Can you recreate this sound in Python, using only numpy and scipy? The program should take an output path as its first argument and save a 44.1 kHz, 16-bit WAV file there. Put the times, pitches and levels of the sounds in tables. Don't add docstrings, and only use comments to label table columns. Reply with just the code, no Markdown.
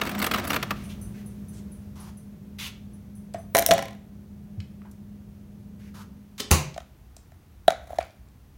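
import sys
import numpy as np
from scipy import signal
from scipy.fft import rfft, irfft, next_fast_len
from scipy.io import wavfile
from scipy.ndimage import uniform_filter1d, minimum_filter1d, map_coordinates

SR = 44100
rng = np.random.default_rng(int(sys.argv[2]) if len(sys.argv) > 2 else 0)


def log_audio(samples):
    frames = np.atleast_2d(samples).T
    limited = np.clip(frames, -1, 1)
    pcm = np.round(limited * 32767).astype(np.int16)
    wavfile.write(sys.argv[1], SR, pcm)


N = 377937
TIME = np.arange(N) / SR
AGE = TIME[:SR // 2]
DRAG_PEAK_S = 7.96

# [pitch_hz, level_db, t60_s]
CUP_HOLLOW = [(675, 0.5, 0.095), (632, -7, 0.059), (712, -10.5, 0.085)]


def amp(db):
    return 10 ** (np.asarray(db) / 20)


def unit(x):
    return x / np.sqrt(np.mean(x ** 2) + 1e-20)


def peaked(x):
    return x / (np.abs(x).max() + 1e-20)


def along(points, hz):
    f, v = np.transpose(points)
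    return np.interp(np.log(hz + 1), np.log(f + 1), v)


def curves(rows):
    s, *cols = np.transpose(rows)
    return [np.interp(TIME, s, c) for c in cols]


def wobble(rate):
    knots = rng.standard_normal(int(N * rate / SR) + 4)
    return map_coordinates(knots, [TIME * rate])


def add(track, s, sound):
    start = max(round(s * SR), 0)
    track[start:start + len(sound)] += sound[:N - start]


def coloured(x, spectrum):
    m = 2 * next_fast_len(len(x) // 2 + 2048)
    gain = amp(along(spectrum, np.fft.rfftfreq(m, 1 / SR)))
    cepstrum = irfft(np.log(np.maximum(gain, 1e-5)))
    cepstrum[1:m // 2] *= 2
    cepstrum[m // 2 + 1:] = 0
    return irfft(rfft(x, m) * np.exp(rfft(cepstrum)), m)[:len(x)]


def band(x, lo_hz, hi_hz):
    edges = [lo_hz, min(hi_hz, SR / 2 - 1)]
    return signal.sosfilt(signal.butter(2, edges, "band", fs=SR, output="sos"), x)


def noise(spectrum):
    return unit(coloured(rng.standard_normal(N), spectrum))


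def burst(t60):
    return rng.standard_normal(len(AGE)) * amp(-60 * AGE / t60)


def ring(modes, scatter_db, lead=0):
    total = 0
    for hz, db, t60 in modes:
        level_db = db + scatter_db * rng.standard_normal()
        total = total + amp(level_db - 60 * AGE / t60) * np.sin(2 * np.pi * hz * (AGE + lead))
    return total


def in_kitchen(x, wet_db):
    # [pitch_hz, t60_s]
    room_decay = [(100, 0.72), (700, 0.39), (3000, 0.42), (8000, 0.3), (15000, 0.087)]
    hz, t, z = signal.stft(rng.standard_normal(len(AGE)), SR, nperseg=256)
    fade = amp(-60 * t / along(room_decay, hz)[:, None])
    tail = signal.istft(z * fade, SR, nperseg=256)[1]
    tail = tail * (1 - np.exp(-TIME[:len(tail)] / 0.002))
    answer = signal.fftconvolve(x, tail / np.linalg.norm(tail))[:len(x)]
    return x + amp(wet_db) * answer


def contact(body, clack_db, splinter_db, clack_t60, splinter_t60, crush):
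    rise = 1 - np.exp(-AGE / crush)
    clack = band(coloured(rise * burst(clack_t60), body), 1000, 6500)
    splinter = band(coloured(rise * burst(splinter_t60), body), 5800, 17000)
    return amp(clack_db) * peaked(clack) + amp(splinter_db) * peaked(splinter)


def ice_bin():
    # [start_s, clack_db, splinter_db]
    bin_hits = [(0.015, -11.5, -34.5), (0.0523, -25, -38.5), (0.0932, -19.5, -33), (0.19, -30.5, -30),
                (0.2174, -18.5, -34.5), (0.2247, -15, -25.5), (0.2428, -14.5, -26), (0.2652, -16, -25.5),
                (0.3128, -12, -34), (0.337, -13.5, -32.5), (0.3444, -12.5, -36), (0.3595, -19, -37.5),
                (0.3835, -20.5, -37), (0.4763, -32.5, -30.5), (0.504, -13.5, -28), (0.5312, -16.5, -32.5),
                (0.5427, -15.5, -30.5), (0.5617, -13, -30), (0.6276, -14, -32.5), (0.7069, -13.5, -34.5)]
    # [pitch_hz, level_db]
    bin_colour = [(88, -38), (150, -9.5), (205, 3), (455, -10.5), (727, -8), (883, -15), (1230, -9),
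                  (1550, -14.5), (3260, -22.5), (7250, -30), (10500, -32), (11600, -30.5), (12800, -31),
                  (14300, -22), (15800, -22.5)]
    # [pitch_hz, level_db, t60_s]
    cube_modes = [(6560, -4.5, 0.032), (7830, -4, 0.053), (9910, -4, 0.083), (11240, -0.5, 0.027),
                  (11830, 2, 0.029), (14050, 0, 0.05), (14700, -4, .07)]
    dig_end_s, clinks_per_s, clink_scatter_db = 0.55, 45, 2
    out = np.zeros(N)

    clinks = []
    chance = rng.standard_normal((int(np.ceil(dig_end_s * clinks_per_s)), 3))
    for k, (when, a, b) in enumerate(chance):
        s = (k + 0.5 + when / 2) / clinks_per_s
        clinks.append((s, -24.5 + clink_scatter_db * a, -39.5 + clink_scatter_db * b))

    for s, clack_db, splinter_db in list(bin_hits) + clinks:
        size = np.exp(0.02 * rng.standard_normal())
        cube = ring([(hz / size, db, t60) for hz, db, t60 in cube_modes], scatter_db=5.5)
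        pile_hz = 2200 * np.exp(0.42 * rng.standard_normal(5))
        pile = ring([(hz, 0, 0.04) for hz in pile_hz], scatter_db=0.5)
        knock = band(coloured(burst(0.073) * (1 - np.exp(-AGE / 0.0036)), bin_colour), 175, 1260)
        knock_db = -17.5 + 0.506 * clack_db
        add(out, s, contact(bin_colour, clack_db - 2.5, splinter_db + 5,
                            clack_t60=0.033, splinter_t60=0.016, crush=0.002))
        add(out, s, amp(splinter_db + 6.5) * peaked(cube))
        add(out, s, amp(clack_db - 3) * peaked(pile))
        add(out, s, amp(knock_db) * peaked(knock))

    grains = (rng.random(N) < 3500 / SR) * rng.standard_normal(N) * amp(1.4 * wobble(40))
    grind_db = -38.5 - 54 * np.maximum(TIME - dig_end_s, 0)
    out += amp(grind_db) * unit(band(coloured(grains, bin_colour), 170, 8000))
    return in_kitchen(out, wet_db=-16.5)


def ice_in_cup():
    # [start_s, clack_db, splinter_db, ring_db]
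    drops = [(3.3447, -32, -57.5, -21), (3.5495, -3, -18.5, -12), (3.5565, -7.5, -20.5, -14.5),
             (3.5685, -9.5, -17, -23), (3.5795, -10.5, -21, -14.5), (3.5865, -10.5, -16.5, -21.5),
             (3.5935, -20, -17, -23), (3.6235, -16, -26.5, -22), (3.663, -18.5, -10, -30),
             (3.6884, -19, -28.5, -10), (3.7092, -3.5, -24, -6), (3.7135, -2, -25.5, -14),
             (3.722, -15, -29.5, -15), (3.7365, -19.5, -25.5, -13.5), (3.7795, -17, -37, -17.5)]
    # [pitch_hz, level_db, t60_s]
    wall_modes = [(555, -11, 0.082), (785, -7, 0.056), (1012, -12, 0.035), (1931, -17, 0.035),
                  (2273, -20.5, .04), (2904, -20.5, .03), (3970, -19, 0.028)]
    # [pitch_hz, level_db]
    wall_colour = [(530, -36.5), (900, -7), (1040, 2), (1160, -9), (1420, -3), (2030, 0), (2580, -7.5),
                   (3890, -7), (5000, -15.5), (5440, -8.5), (7700, -13), (12100, -9), (15800, -12.5)]
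    out = np.zeros(N)
    for s, clack_db, splinter_db, ring_db in drops + settling(drops[-1], count=6):
        click = contact(wall_colour, clack_db - 4, splinter_db + 11.5,
                        clack_t60=0.014, splinter_t60=0.0028, crush=0.0012)
        wall = amp(clack_db - 5) * ring(wall_modes, scatter_db=2)
        hollow = amp(ring_db - 4) * ring(CUP_HOLLOW, scatter_db=1, lead=s)
        hollow *= 1 - np.exp(-AGE / 0.00067)
        thud = band(burst(0.11) * (1 - np.exp(-AGE / 0.0069)), 65, 380)
        table = amp(ring_db - 17) * peaked(thud)
        add(out, s, in_kitchen(click + wall + table, wet_db=-11))
        add(out, s, in_kitchen(hollow, wet_db=-12))
    return out


def settling(blow, count):
    first_gap_s, gap_s, shrink = 0.011, 0.034, 0.9
    loss_db, ring_loss_db = 4.5, 16
    s, clack_db, splinter_db, ring_db = blow
    delays = np.cumsum([first_gap_s] + [gap_s * shrink ** k for k in range(count)])
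    contacts = []
    for k, delay in enumerate(delays):
        lost_db = loss_db * k
        contacts.append((s + delay, clack_db - lost_db, splinter_db - lost_db,
                         ring_db - ring_loss_db - lost_db))
    return contacts


def cup_on_table():
    # [start_s, clack_db, base_db]
    knocks = [(6.7617, -44, -35), (6.7781, -29, -29.5), (7.1655, -52, -52.5), (7.3185, -48.5, -53),
              (7.6798, -9, -3.5), (7.9036, -47, -33.5), (7.9295, -43.5, -31), (7.9851, -24, -15)]
    # [pitch_hz, level_db]
    base_colour = [(530, -33), (900, -0.5), (1370, -2), (1560, -5), (2080, -6.5), (2810, -16), (3620, -11),
                   (5000, -20.5), (6660, -13.5), (8570, -23.5), (9900, -14), (11800, -22), (15800, -19)]
    # [pitch_hz, level_db, t60_s]
    rim_modes = [(1960, -10, 0.012), (2129, -5.5, 0.011), (3090, 3, 0.014), (3355, 1, 0.02),
                 (3803, -2.5, 0.018)]
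    clicks, body = np.zeros((2, N))
    for s, clack_db, base_db in rebounds(knocks, count=3) + slips(count=12):
        add(clicks, s, contact(base_colour, clack_db - 0.5, clack_db - 9,
                               clack_t60=0.012, splinter_t60=0.006, crush=0.001))
        rim_db = 2.21 * clack_db + 6.5
        rim = amp(rim_db) * peaked(ring(rim_modes, scatter_db=4.5) * (1 - np.exp(-AGE / 0.00079)))
        flex = peaked(AGE ** 5 * np.exp(-AGE / 0.00075)) * np.sin(2 * np.pi * 672 * AGE)
        hollow = amp(-28) * ring(CUP_HOLLOW, scatter_db=1.5)
        table = amp(-18) * peaked(band(burst(0.033), 160, 590))
        add(body, s, rim + amp(base_db + 4.5) * (flex + hollow + table))
    touching = np.interp(TIME, [7.76, 7.83, 8.05, 8.16], [0, 1, 1, 0])
    drag = touching * amp(drag_level(TIME) + 4.5 * wobble(120)) * noise(base_colour)
    return in_kitchen(clicks, wet_db=-13) + in_kitchen(body, wet_db=-21.5) + drag


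def rebounds(knocks, count):
    flight_s, shrink = 0.0247, 0.61
    clack_loss_db, base_loss_db = 9.5, 4.5
    edge_db = -14
    delays = np.cumsum([0] + [flight_s * shrink ** k for k in range(count)])
    blows = []
    for s, clack_db, base_db in knocks:
        for k, delay in enumerate(delays):
            flex_db = base_db - base_loss_db * k + edge_db * (k > 0)
            blows.append((s + delay, clack_db - clack_loss_db * k, flex_db))
    return blows


def drag_level(s):
    rise_db_per_s, fall_db_per_s = 60.5, 75
    below_peak = np.maximum(rise_db_per_s * (DRAG_PEAK_S - s), fall_db_per_s * (s - DRAG_PEAK_S))
    return -54.5 - below_peak


def slips(count):
    slips_per_s = 40
    times = DRAG_PEAK_S + (np.arange(count) - count / 2 + rng.random(count)) / slips_per_s
    return [(s, drag_level(s) + 11, drag_level(s) + 12.5) for s in times]


def freezer_door():
    # [start_s, crack_db, rattle_db]
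    door_hits = [(6.509, -26.5, -11), (6.5136, 3, -13)]
    # [pitch_hz, level_db, t60_s]
    panel_modes = [(80, 3.5, 0.21), (151, -10, 0.36), (339, -17.5, 0.2), (525, -26, 0.53),
                   (631, -29.5, 0.78), (873, -31, 0.54), (1060, -29.5, 0.4), (1058, -13.5, 0.16),
                   (1364, -11, 0.06), (1565, -26.5, 0.22)]
    # [pitch_hz, level_db]
    rattle_colour = [(71, -52), (120, -1.5), (156, -2), (272, -14), (361, -9.5), (443, -17), (491, -16.5),
                     (802, -11), (1050, -10.5), (2570, -34.5), (3780, -23), (6180, -26), (15800, -29.5)]
    # [pitch_hz, level_db]
    seal_colour = [(590, -37), (1000, -5), (1930, -8.5), (3730, -2), (4090, -5.5), (6420, -5), (10200, -16),
                   (15800, -14.5)]
    seal_s, hold_s, release_db_per_s = 6.380, 0.032, 562.5
    squash_db = -42 - release_db_per_s * np.maximum(TIME - seal_s - hold_s, 0)
    squash = (TIME > seal_s) * amp(squash_db)
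    pop = amp(-26.5) * np.exp(-((TIME - 6.404) / 0.0045) ** 2)
    out = (squash + pop) * noise(seal_colour)
    bump = band(burst(0.19) * (1 - np.exp(-AGE / 0.0037)), 60, 450)
    add(out, 6.396, amp(-27.5) * peaked(bump))
    out = in_kitchen(out, wet_db=-6.5)
    for s, crack_db, rattle_db in door_hits:
        crack = amp(crack_db) * peaked(band(burst(0.0039), 900, 15000))
        rattle = amp(rattle_db) * peaked(coloured(burst(0.26), rattle_colour))
        add(out, s, in_kitchen(crack, wet_db=-3.5) + in_kitchen(rattle, wet_db=-10))
    boom = ring(panel_modes, scatter_db=0.5) * (1 - np.exp(-AGE / 0.0006))
    add(out, 6.5135, amp(-11) * boom)
    return out


def taps():
    # [start_s, level_db, pitch_hz, t60_s]
    tap_events = [(0.987, -33, 52, 0.22), (3.338, -34.5, 6450, 0.018), (3.342, -39.5, 1500, .12),
                  (4.574, -29.5, 99, 0.099), (4.602, -35.5, 3330, 0.022), (4.817, -46, 1474, 0.027),
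                  (4.850, -45.5, 1000, .12), (4.912, -46.5, 9000, .04), (6.742, -36, 4070, 0.021),
                  (7.1655, -37, 6400, 0.012), (8.004, -31.5, 1880, 0.059), (8.028, -36, 4550, 0.0071),
                  (8.106, -50, 4000, 0.012), (8.2855, -54, 6000, 0.013)]
    out = np.zeros(N)
    for s, db, hz, t60 in tap_events:
        tap = band(burst(t60) * (1 - np.exp(-AGE / 0.00085)), hz * 0.55, hz * 1.4)
        add(out, s, amp(db) * peaked(tap))
    return in_kitchen(out, wet_db=-7.5)


def slippers():
    # [start_s, length_s, level_db, grit_hz]
    scuffs = [(0.757, 0.1, -54, 2440), (.89, 0.031, -48.5, 2870), (1.139, 0.076, -58, 1980),
              (1.529, 0.065, -57.5, 7300), (1.953, 0.14, -53, 980), (2.584, .09, -37.5, 2940),
              (5.79, 0.1, -61.5, 2000), (5.939, 0.084, -50.5, 1110)]
    # [pitch_hz, level_db]
    sole_colour = [(300, -24), (1000, -0.5), (3000, 0), (6300, 0), (8000, -6.5), (11500, -4), (15800, -9.5)]
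    out = np.zeros(N)
    for s, length, db, grit_hz in scuffs:
        rub = unit(coloured(rng.standard_normal(len(AGE)), sole_colour))
        grit = unit(band(rng.standard_normal(len(AGE)), grit_hz * 0.76, grit_hz * 1.3))
        lift = amp(-60 * np.maximum(AGE - length, 0) / 0.12)
        stroke = (1 - np.exp(-AGE / 0.004)) * lift
        add(out, s, amp(db) * stroke * unit(rub + amp(1) * grit))
    return in_kitchen(out, wet_db=-10)


def pings():
    # [start_s, level_db]
    ping_events = [(0.837, -44), (1.013, -41), (1.26, -47), (1.4836, -45.5), (1.7183, -46.5),
                   (1.9997, -43.5), (2.171, -50), (2.9345, -56), (3.1517, -50), (3.3844, -50)]
    # [pitch_hz, level_db, t60_s]
    ping_modes = [(6110, -4.5, .5), (10160, 6, 0.22), (13900, -3.5, 0.28)]
    out = np.zeros(N)
    for s, db in ping_events:
        hiss = peaked(band(burst(0.32), 8800, 10600))
        add(out, s, amp(db - 12.5) * ring(ping_modes, scatter_db=3) + amp(db - 2) * hiss)
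    return in_kitchen(out, wet_db=-8)


def freezer():
    # [time_s, gain_db over the level at the table]
    nearness = [(0, 5), (0.7, 8), (1.4, 4.5), (2.2, 1.5), (4.0, 0)]
    # [pitch_hz, level_db]
    hum_partials = [(102.3, -8), (198, -15.5), (204.6, 5.5), (306.9, -24.5), (608.3, -21.5)]
    # [pitch_hz, level_db]
    open_colour = [(15, -42), (25, -15.5), (75, 0.5), (151, -5), (202, -0.5), (224, -10.5), (253, -10.5),
                   (290, -18), (394, -17.5), (493, -24), (605, -27.5), (913, -44.5), (1500, -52.5),
                   (1950, -64), (3300, -120)]
    # [pitch_hz, level_db]
    shut_colour = [(15, -49.5), (25, -14.5), (70, 2.5), (92, -5), (316, -20.5), (460, -27), (659, -34),
                   (796, -44.5), (1010, -40.5), (1500, -56), (1950, -63.5), (3300, -120)]
    # [pitch_hz, level_db]
    air_colour = [(410, -26), (700, -0.5), (1120, -5), (1680, -7.5), (4890, -15), (6020, -14), (7710, -18),
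                  (15800, -14)]
    near_db, = curves(nearness)
    door_open = np.interp(TIME, [6.1, 6.55], [1, 0])
    door_shut = 1 - door_open
    turns = TIME + 0.00018 * wobble(3)
    hum = unit(sum(amp(db) * np.sin(2 * np.pi * hz * turns) for hz, db in hum_partials))
    hum *= amp(-46.5 + 0.9 * wobble(12)) * (door_open + door_shut * amp(-22.5))
    fan = door_open * amp(-46) * noise(open_colour) + door_shut * amp(-50) * noise(shut_colour)
    air = amp(-65 + 1.1 * near_db) * noise(air_colour)
    return amp(near_db) * (hum + fan) + air


def scene():
    ice = ice_bin() + ice_in_cup()
    handling = cup_on_table() + taps()
    around = freezer_door() + slippers() + pings() + freezer()
    return (ice + handling + around)[None]


def record(dry):
    top_hz = 15900
    thinned = signal.sosfilt(signal.butter(3, 38, "high", fs=SR, output="sos"), dry)
    needed = 1 / np.maximum(np.abs(thinned), 1)
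    gain = uniform_filter1d(minimum_filter1d(needed, size=65), size=65)
    m = next_fast_len(N + SR // 2)
    keep = np.fft.rfftfreq(m, 1 / SR) < top_hz
    return irfft(rfft(thinned * gain, m) * keep, m)[..., :N]


dry = scene()
out = record(dry)
log_audio(out)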